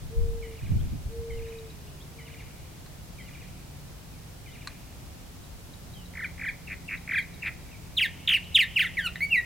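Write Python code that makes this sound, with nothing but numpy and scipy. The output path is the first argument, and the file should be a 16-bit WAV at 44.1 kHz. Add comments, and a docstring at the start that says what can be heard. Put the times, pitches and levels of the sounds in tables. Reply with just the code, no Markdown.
"""In the open, on a tall cactus, a purple martin sings gurgling chirps, runs of fast falling sweeps and slurred
whistles; each is a gliding tone whose harmonics pass through fixed throat resonances.
Further off a second martin repeats one phrase with more echo, small birds pip and glide, and a dove coos softly,
all on gliding tones. A bill snaps, first very faintly, as a click ringing a few damped tones.
Puffs of wind hit the microphone at first as low noise; wavering tones of distant engines hum under noisy open air."""
import sys
import numpy as np
from scipy import signal
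from scipy.fft import rfft, irfft
from scipy.io import wavfile
from scipy.ndimage import uniform_filter1d

SR = 44100
rng = np.random.default_rng(int(sys.argv[2]) if len(sys.argv) > 2 else 0)


def dump(signal):
    """Clip the signal to [-1, 1] and save it as 16-bit WAV at the path in sys.argv[1]."""
    limited = np.clip(np.atleast_2d(signal).T, -1, 1)
    pcm = np.round(limited * 32767).astype(np.int16)
    wavfile.write(sys.argv[1], SR, pcm)


N = 416744

# A note's shape is always (length [s], start pitch [Hz], middle pitch [Hz], end pitch [Hz], fade over the note [dB]).
# Levels of martin notes are those before the throat colours them.

# resonances of throat and open bill: (frequency [Hz], gain [dB])
THROAT = [(1250, -16.5), (1520, -11.5), (2050, -4.5), (2500, -3), (2900, -1), (3250, -2.5), (3600, -5.5),
          (4100, -11), (4800, -16), (5500, -27), (6400, -23), (8000, -23.5), (9700, -14), (12000, -28.5),
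          (14000, -14), (15800, -18)]
# slurred whistles: (overtones at the start [dB], overtones at the end [dB],
# curve of (time [s], pitch [Hz], level [dB]))
WHISTLES = [ (-6, -8, [(8.842, 2340, -35), (8.851, 2140, -20.5), (8.868, 1810, -22.5), (8.877, 1520, -34)]),
            (-16.5, 6, [(8.9705, 2350, -25), (8.981, 2050, -18.5), (8.992, 1830, -17), (9.005, 1654, -19.5),
            (9.03, 1520, -36), (9.053, 1467, -21), (9.068, 1387, -20), (9.082, 1140, -33)]),
            (-5, -12, [(9.1575, 2000, -16.5), (9.1615, 1820, -27)]), (-9, -5, [(9.206, 1997, -22),
            (9.217, 2184, -20), (9.233, 2276, -18), (9.25, 2270, -18), (9.263, 2185, -35),
            (9.277, 2230, -49)]), (-5, -20, [(9.301, 2840, -40), (9.321, 2770, -15), (9.335, 2605, -16.5),
            (9.35, 2324, -14), (9.368, 1980, -17), (9.396, 1888, -15), (9.408, 2020, -29)])]

# churrs, runs that slow down and swell:
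# (time [s], level [dB], first sweep against it [dB], overtones [dB], pitch ratio)
CHURRS = [(6.136, -25.5, -13, -19, .96), (6.378, -23.5, -12, -17, 1.003), (7.0751, -18, -10, -15.5, 1.02)]
CHURR_FIRST, CHURR_LAST = (.0085, 2520, 2020, 1450, 3), (.039, 2640, 1990, 1690, -7)
# shape of the note that closes a churr
CHURR_CLOSE = (.03, 2520, 2210, 2020, 13)
CLOSE_AFTER_S, CLOSE_DB, CLOSE_OVERTONES_DB = .1052, -2, 5.5  # both levels relative to the churr

# buzzes, a lead-in slur and a fast even run: (time of the run [s], level [dB], overtones [dB])
BUZZES = [(6.6877, -27.5, -18), (6.8975, -22.5, -21), (7.4382, -21, -12.5)]
BUZZ_FIRST, BUZZ_LAST = (.0085, 2720, 2220, 1680, -6), (.01, 2700, 2280, 1600, -2)
BUZZ_LEAD, LEAD_BEFORE_S, LEAD_DB = (.018, 2780, 2630, 2020, -11), .0185, -9.5

# the chatter, three steep sweeps that run on into two long, flatter slides
CHATTER_S, CHATTER_DB, CHATTER_OVERTONES_DB = 8.2736, -15.5, -5
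CHATTER_FIRST, CHATTER_LAST = (.0152, 4080, 2820, 1220, 21), (.02, 3560, 2680, 1120, 7)
SLIDE_AFTER_S, SLIDE_DB, SLIDE_OVERTONES_DB = .0434, -18, -4
SLIDE_FIRST, SLIDE_LAST = (.026, 3240, 2874, 2060, 2), (.043, 3177, 2500, 1860, 20)

# chirps, a straight fall from one side of the syrinx (voice organ) and a curved one from the other:
# (time [s], top pitch [Hz], level [dB], fade [dB],
# delay of second fall [s], its final pitch [Hz], its level [dB], its fade [dB])
CHIRPS = [(7.9648, 4290, -18, 13, .038, 1890, -16.7, 8.5),
          (8.5423, 4150, -12.3, 24, .0376, 1910, -14.2, 10), (8.7566, 3160, -17.3, 13, .031, 1550, -18, 17)]
FALL_S, FALL_END_HZ, FALL_OVERTONES_DB = .049, 1430, -6
CURVE_S, CURVE_TOP_HZ, CURVE_OVERTONES_DB = .066, 3620, -3.5
CURVE_SAG = .205  # share of the pitch drop still left at half time

# the far martin's two-voiced opening: (time after the phrase starts [s], relative level [dB], shape)
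OPENING = [(0, -.5, (.0508, 2546, 2045, 1980, 14)), (.008, -9, (.044, 3130, 3095, 2950, -2))]
# its gurgle, sung three times: (time after the phrase starts [s], relative level [dB], shape)
GURGLE = [(.075, -7.5, (.023, 2950, 2860, 2650, -3)), (.094, -12, (.022, 3780, 3600, 3300, 2)),
          (.097, 0, (.018, 2570, 2320, 1720, 0)), (.11, -5, (.02, 1850, 1650, 2100, 0)),
          (.127, -3.5, (.012, 2300, 2440, 2420, 0))]
GURGLE_EVERY_S = .066  # before the phrase is stretched
# repeats of the phrase: (time [s], level [dB], stretch of the note starts [ratio])
REPEATS = [(.42, -46.5, 1.03), (1.292, -47, 0.99), (2.18, -45.5, 0.95), (3.18, -46.5, 1.02),
           (4.456, -46, 0.98)]
# a small bird's pips: (time [s], level [dB])
PIPS = [(1.483, -54), (1.584, -47.5), (1.701, -49.5), (5.437, -53), (5.736, -48), (5.936, -47.5),
        (6.055, -48.5), (6.972, -47.5), (7.222, -46), (7.339, -49), (7.457, -48), (8.441, -48.5)]
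# shape of every pip
PIP = (.0072, 4040, 3900, 3760, 0)
# distant gliding calls, rising or falling:
# (time [s], length [s], start pitch [Hz], end pitch [Hz], level [dB], fade [dB])
GLIDES = [(.792, 0.03, 2930, 3800, -56, 3), (1.869, .019, 2660, 3030, -55, 4),
          (1.999, .033, 3070, 3900, -53, 4), (4.109, .07, 2720, 2080, -62, -2),
          (4.503, .029, 3000, 3850, -57, -6), (5.935, .11, 3350, 2740, -55.5, 17),
          (7.699, .063, 2910, 2146, -53.5, -8)]

# the dove's coos: (time [s], length [s], pitch it scoops up towards [Hz], level [dB])
COOS = [(0.099, 0.51, 464, -36.5), (1.086, 0.65, 461.5, -36), (1.678, 0.47, 418, -59),
        (2.1, 0.456, 458, -55.5)]
COO_SCOOP_HZ, COO_SCOOP_S, COO_SINK_HZ, COO_FADE_DB = 32, 0.024, 24, 11.5

# bill snaps: (time [s], level [dB])
SNAPS = [(2.862, -60.5), (4.673, -42.5)]
# the snap's resonances: (frequency [Hz], time to fall by 60 dB [s], relative level [dB])
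SNAP_MODES = [(1170, 0.016, 10.5), (1600, 0.0089, 12), (2300, 0.0062, -3), (3000, 0.0069, -1),
              (4100, .011, 9.5), (6000, 0.0066, -17), (8050, 0.0065, 2)]

# echoes from near surfaces: (delay [s], level [dB])
ECHOES = [(.0016, -27), (.006, -27), (.0067, -11.5), (.0098, -25), (0.017, -54), (0.029, -40), (.0315, -29)]

# wind puffs on the microphone, each a quick swell that dies away:
# (time of the peak [s], time to fall by 20 dB [s], level [dB], upper edge [Hz])
PUFFS = [(.01, 0.3, -35, 122), (.177, 0.28, -20.5, 80.4), (.635, 0.17, -31, 129), (.712, 0.28, -19.5, 128),
         (.85, 0.03, -29.5, 140), (.935, .06, -27.5, 170), (1.06, 0.1, -29.5, 95), (1.19, 0.1, -33.5, 100),
         (1.3, 0.3, -34, 75), (1.384, .09, -31, 100)]
PUFF_RISE_S = .03
PORTS_SHARE = 0.3  # strength of the eddies common to both ports

# distant engines, one curve each: (time [s], pitch [Hz], level [dB])
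ENGINES = [
    [(0, 143, -64), (2.5, 145.3, -52), (4.2, 144.4, -51.5), (6.2, 145.5, -60), (9.45, 149.4, -54)],
    [(3.9, 250.5, -65), (5, 254.7, -60.5), (6.3, 256, -63), (7.3, 260.8, -58), (7.9, 262, -75)],
    [(2.9, 181, -52), (3.3, 180.5, -53.5), (5.2, 172.7, -69), (6, 174, -48), (6.9, 172.5, -51),
     (7.8, 177.1, -52), (8.6, 174.9, -49.5), (9.45, 174.9, -46.5)],
]

# colour of the open air: (frequency [Hz], relative level per Hz [dB])
AIR = [(15, -20), (25, -7), (45, -2), (75, 0), (110, -3.5), (150, -6), (200, -11), (270, -14), (430, -20),
       (700, -21.5), (1100, -26), (1700, -28.5), (5200, -31), (15800, -36.5)]
# how alike left and right are in the air sound: (frequency [Hz], likeness [0-1])
LIKENESS = [(30, .02), (120, 1), (400, 0.25), (1500, 0.13), (5000, 0.044), (15000, 0.14)]
AIR_DB = -45.33  # of the part common to left and right

TOP_HZ = 15850


def undb(db):
    """Turn decibels into a gain."""
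    return 10 ** (np.asarray(db) / 20)


def along(t, table):
    """Read the columns of a curve at times t."""
    s, *columns = np.transpose(table)
    return [np.interp(t, s, column) for column in columns]


def at_pitch(hz, table):
    """Read a spectrum on a log-frequency axis, as the ear spaces pitches."""
    table_hz, value = np.transpose(table)
    return np.interp(np.log(np.maximum(hz, 1)), np.log(table_hz), value)


def unit(x):
    """Scale to an average strength (rms) of 1."""
    return x / np.sqrt(np.mean(x ** 2))


def band(x, low_hz, high_hz, order=2):
    """Keep only the frequencies between two edges."""
    edges = [low_hz, min(high_hz, .45 * SR)]
    return signal.sosfilt(signal.butter(order, edges, "band", fs=SR, output="sos"), x)


def walk(rate, n):
    """Smooth random drift with a spread near 1; rate is its steps per second."""
    k = max(int(SR / rate), 2)
    steps = np.repeat(rng.standard_normal(n // k + 1), k)
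    return 1.34 * uniform_filter1d(uniform_filter1d(steps, k), k)[:n]


def add(out, s, x):
    """Mix x into out from time s on, or from the very start if s is negative."""
    i = max(int(s * SR), 0)
    out[..., i:i + x.shape[-1]] += x[..., :max(N - i, 0)]


def gate(u, rise, fall):
    """Rounded start and end of a note whose progress u runs from 0 to 1."""
    return np.sin(np.pi / 2 * np.clip(np.minimum(u / rise, (1 - u) / fall), 0, 1))


def sweep(shape, db, swell=0.27, release=0.12):
    """Pitch and strength of one curved glide; it swells more slowly than it stops."""
    length, start_hz, middle_hz, end_hz, fade_db = shape
    u = np.linspace(0, 1, max(int(length * SR), 16))
    bend = np.polyfit([0, .5, 1], [start_hz, middle_hz, end_hz], 2)
    strength = gate(u, swell, release) ** 2 * undb(db - fade_db * (u - .5))
    return np.polyval(bend, u), strength


def slur(table, edge_s):
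    """Pitch and strength of a held note that follows a curve."""
    t = np.arange(table[0][0], table[-1][0], 1 / SR)
    hz, db = along(t, table)
    edge = edge_s * SR / len(t)
    strength = gate(np.linspace(0, 1, len(t)), edge, edge) * undb(db)
    return uniform_filter1d(hz, size=300), strength


def tone(hz, strength):
    """A pure tone on a moving pitch."""
    return strength * np.sin(2 * np.pi * np.cumsum(hz) / SR)


def martin():
    """The near bird: sweeps and whistles, brighter where its overtones are stronger."""
    out = np.zeros(N)
    for s, shape, db, overtones_db in [*churrs(), *buzzes(), *chatter(), *chirps()]:
        hz, strength = let_go(*sweep(shape, db))
        add(out, s, syrinx(hz, strength, overtones_db))
    for start_db, end_db, curve in WHISTLES:
        hz, strength = slur(curve, edge_s=0.00082)
        overtones_db = np.linspace(start_db, end_db, len(hz))
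        add(out, curve[0][0], syrinx(hz, strength, overtones_db))
    return out


def syrinx(hz, strength, overtones_db, jitter=0.002, flutter_db=1.23, slope=0.87, patchy_db=3, count=10):
    """A slightly unsteady membrane; its harmonics waver as they slide through the throat's resonances."""
    hz = hz * (1 + jitter * walk(700, len(hz)))
    strength = strength * undb(flutter_db * walk(348, len(hz)))
    out = 0
    for k in range(1, count + 1):
        source = 1
        if k > 1:
            source = undb(overtones_db + patchy_db * walk(146, len(hz))) / k ** slope
        throat = undb(at_pitch(k * hz, THROAT))
        audible = k * hz < SR / 2  # leave out what the sample rate cannot carry
        out = out + tone(k * hz, strength * source * throat * audible)
    return out


def let_go(hz, strength, droop=0.17, rasp=0.049):
    """As the air pressure falls at the end of a sweep, the pitch sags and turns raspy."""
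    slack = np.linspace(0, 1, len(hz)) ** 5
    return hz * (1 - droop * slack + rasp * np.sqrt(slack) * walk(900, len(hz))), strength


def trill(s, db, overtones_db, first, last, count, gap_s, slowing, onset_db, loudest, scatter=0.011):
    """A run of sweeps turning from one shape into another; effort sets both loudness and brightness."""
    first, last = np.array(first), np.array(last)
    for k, u in enumerate(np.linspace(0, 1, count)):
        shape = first + u * (last - first)
        shape[0] = first[0] * (last[0] / first[0]) ** u  # lengths change by a steady ratio
        shape[1:4] *= 1 + scatter * rng.standard_normal(3)
        # effort is onset_db at the start and 0 dB where u reaches loudest
        effort_db = onset_db * (1 - u / loudest) ** 2
        yield s, shape, db + effort_db, overtones_db + effort_db
        s = s + gap_s * slowing ** k


def churrs():
    """Five ever longer, louder sweeps and a closing note."""
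    for s, db, onset_db, overtones_db, pitch in CHURRS:
        first, last = np.array([CHURR_FIRST, CHURR_LAST]) * [1, pitch, pitch, pitch, 1]
        yield from trill(s, db, overtones_db, first, last, count=5, gap_s=.0152, slowing=1.15,
                         onset_db=onset_db, loudest=1.05, scatter=.025)
        yield s + CLOSE_AFTER_S, CHURR_CLOSE, db + CLOSE_DB, overtones_db + CLOSE_OVERTONES_DB


def buzzes():
    """A soft slur leads into six quick sweeps, with most effort near the middle."""
    for s, db, overtones_db in BUZZES:
        yield s - LEAD_BEFORE_S, BUZZ_LEAD, db + LEAD_DB, overtones_db
        yield from trill(s, db, overtones_db, BUZZ_FIRST, BUZZ_LAST, count=6, gap_s=.0097, slowing=1,
                         onset_db=-9.5, loudest=.57, scatter=.025)


def chatter():
    """A loud, hard rattle that slows into two overlapping slides."""
    yield from trill(CHATTER_S, CHATTER_DB, CHATTER_OVERTONES_DB, CHATTER_FIRST, CHATTER_LAST, count=3,
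                     gap_s=.014, slowing=1.08, onset_db=-3.5, loudest=.55, scatter=.005)
    yield from trill(CHATTER_S + SLIDE_AFTER_S, SLIDE_DB, SLIDE_OVERTONES_DB, SLIDE_FIRST, SLIDE_LAST,
                     count=2, gap_s=.019, slowing=1, onset_db=1.2, loudest=1, scatter=.002)


def chirps():
    """Two overlapping falls; the second has stronger overtones and levels out."""
    for s, top_hz, db, fade_db, after, end_hz, second_db, second_fade_db in CHIRPS:
        straight = (FALL_S, top_hz, (top_hz + FALL_END_HZ) / 2, FALL_END_HZ, fade_db)
        yield s, straight, db, FALL_OVERTONES_DB
        middle_hz = end_hz + CURVE_SAG * (CURVE_TOP_HZ - end_hz)
        curved = (CURVE_S, CURVE_TOP_HZ, middle_hz, end_hz, second_fade_db)
        yield s + after, curved, second_db, CURVE_OVERTONES_DB


def far_martin():
    """A second martin repeats its phrase; pitch and force vary a little from note to note."""
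    out = np.zeros(N)
    phrase = list(OPENING)
    for k in range(3):
        phrase += [(after + k * GURGLE_EVERY_S, db, shape) for after, db, shape in GURGLE]
    for s, db, stretch in REPEATS:
        for after, note_db, shape in phrase:
            hz, strength = sweep(shape, note_db)
            detune, force = rng.standard_normal(2)
            hz = hz * (1 + 0.0158 * detune)
            strength = strength * undb(db + 0.92 * force)
            note = syrinx(hz, strength, overtones_db=-8, jitter=.011, flutter_db=2.5)
            add(out, s + after * stretch, note)
    return out


def small_birds():
    """Short pips and gliding calls, all pure tones."""
    out = np.zeros(N)
    for s, db in PIPS:
        add(out, s, tone(*sweep(PIP, db)))
    for s, length, start_hz, end_hz, db, fade_db in GLIDES:
        shape = (length, start_hz, np.sqrt(start_hz * end_hz), end_hz, fade_db)
        add(out, s, tone(*sweep(shape, db)))
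    return out


def dove():
    """Soft, nearly pure coos that scoop up to pitch, then sink and fade."""
    out = np.zeros(N)
    for s, length, top_hz, db in COOS:
        t = np.arange(int(length * SR)) / SR
        u = t / length
        hz = top_hz - COO_SCOOP_HZ * np.exp(-t / COO_SCOOP_S) - COO_SINK_HZ * u ** 3
        hz = hz * (1 + 0.0028 * walk(61, len(hz)))
        strength = gate(u, rise=0.17, fall=0.18) * undb(db - COO_FADE_DB * u ** 3)
        strength = strength * undb(0.23 * walk(35, len(hz)))
        add(out, s, tone(hz, strength))
    return out


def snap():
    """A bill snaps: a sharp contact and a brief rattle ring a few damped tones, under a noisy crack."""
    t = np.arange(SR // 20) / SR
    contact = 0.29 * rng.standard_normal(len(t)) * np.exp(-t / 0.0029)
    contact[0] += 1
    modes = sum(undb(db - 60 * t / t60) * np.sin(2 * np.pi * hz * t) for hz, t60, db in SNAP_MODES)
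    ring = unit(signal.fftconvolve(contact, modes)[:len(t)])
    crack = rng.standard_normal(len(t)) * (t / .0011) * np.exp(-t / 0.0012)
    crack = unit(band(crack, 1000, 5100, order=1))
    click = unit(band(ring + 0.73 * crack, 950, 10000, order=5))
    out = np.zeros(N)
    for s, db in SNAPS:
        add(out, s, undb(db) * click)
    return out


def wind():
    """Low eddies at the two microphone ports, partly shared."""
    out = np.zeros((2, N))
    t = np.arange(SR) / SR
    for s, fall_s, db, edge_hz in PUFFS:
        noise = rng.standard_normal((3, SR))
        eddy = unit(band(noise[:2] + PORTS_SHARE * noise[2], 11.4, edge_hz, order=3))
        rise = np.minimum(t / PUFF_RISE_S, 1) ** 2
        fall_db = 20 * np.maximum(t - PUFF_RISE_S, 0) / fall_s
        add(out, s - PUFF_RISE_S, eddy * rise * undb(db - fall_db))
    return out


def engines():
    """Distant motors drone as single tones; their level wavers separately left and right."""
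    out = np.zeros((2, N))
    for engine in ENGINES:
        hz, strength = slur(engine, edge_s=0.24)
        hum = tone(hz * (1 + 0.0028 * walk(6.3, len(hz))), strength)
        waver_db = [1.3 * walk(4.8, len(hz)) for _ in range(2)]
        add(out, engine[0][0], hum * undb(waver_db))
    return out


def air():
    """Low far rumble under a smooth hiss, only partly alike left and right."""
    hz = np.arange(N // 2 + 1) * SR / N
    likeness = np.clip(at_pitch(hz, LIKENESS), 0, .99)
    mid, side = rfft(rng.standard_normal((2, N))) * undb(at_pitch(hz, AIR))
    mid = irfft(mid, N)
    # the less alike the two sides, the stronger their difference
    side = irfft(side * np.sqrt((1 - likeness) / (1 + likeness)), N)
    both = mid + np.array([[1], [-1]]) * side
    return both / mid.std() * undb(AIR_DB + 0.1 * walk(2.87, N))


def outdoors(x, scatter_db, tail_db, scatter_t60=0.13, tail_t60=1.9, spread=0.42):
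    """Sharp near echoes, a short scatter from ground and brush, and a faint long tail."""
    t = np.arange(SR) / SR
    near = np.zeros(SR)
    for delay, db in ECHOES:
        near[int(delay * SR)] += undb(db)
    noise = rng.standard_normal((3, SR))
    # diffuse sound reaches the two ports a little differently
    noise = noise[0] + spread * noise[1:]
    scatter = band(noise, 1000, 8400) * undb(-60 * t / scatter_t60) * (t > .004)
    tail = band(noise, 1730, 3300) * undb(-60 * t / tail_t60) * (1 - np.exp(-t / 0.015))
    diffuse = undb(scatter_db) * unit(scatter) + undb(tail_db) * unit(tail)
    response = near + diffuse / np.sqrt(SR)
    return x + signal.fftconvolve(x[None], response, axes=1)[:, :N]


def scene():
    """The martin is almost straight ahead; the further birds come with a stronger echo tail."""
    balance = undb(np.array([[-.2], [.2]]))  # left and right
    near = outdoors(martin(), scatter_db=-11.0, tail_db=-32.0) * balance
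    far = outdoors(far_martin() + small_birds(), scatter_db=-14, tail_db=-14)
    click = outdoors(snap(), scatter_db=-20, tail_db=-32)
    return near + far + click + dove() + wind() + engines() + air()


def record(dry):
    """A steep low-pass filter cuts the top of the treble."""
    return signal.sosfilt(signal.ellip(10, .1, 80, TOP_HZ, fs=SR, output="sos"), dry)


dry = scene()
out = record(dry)
dump(out)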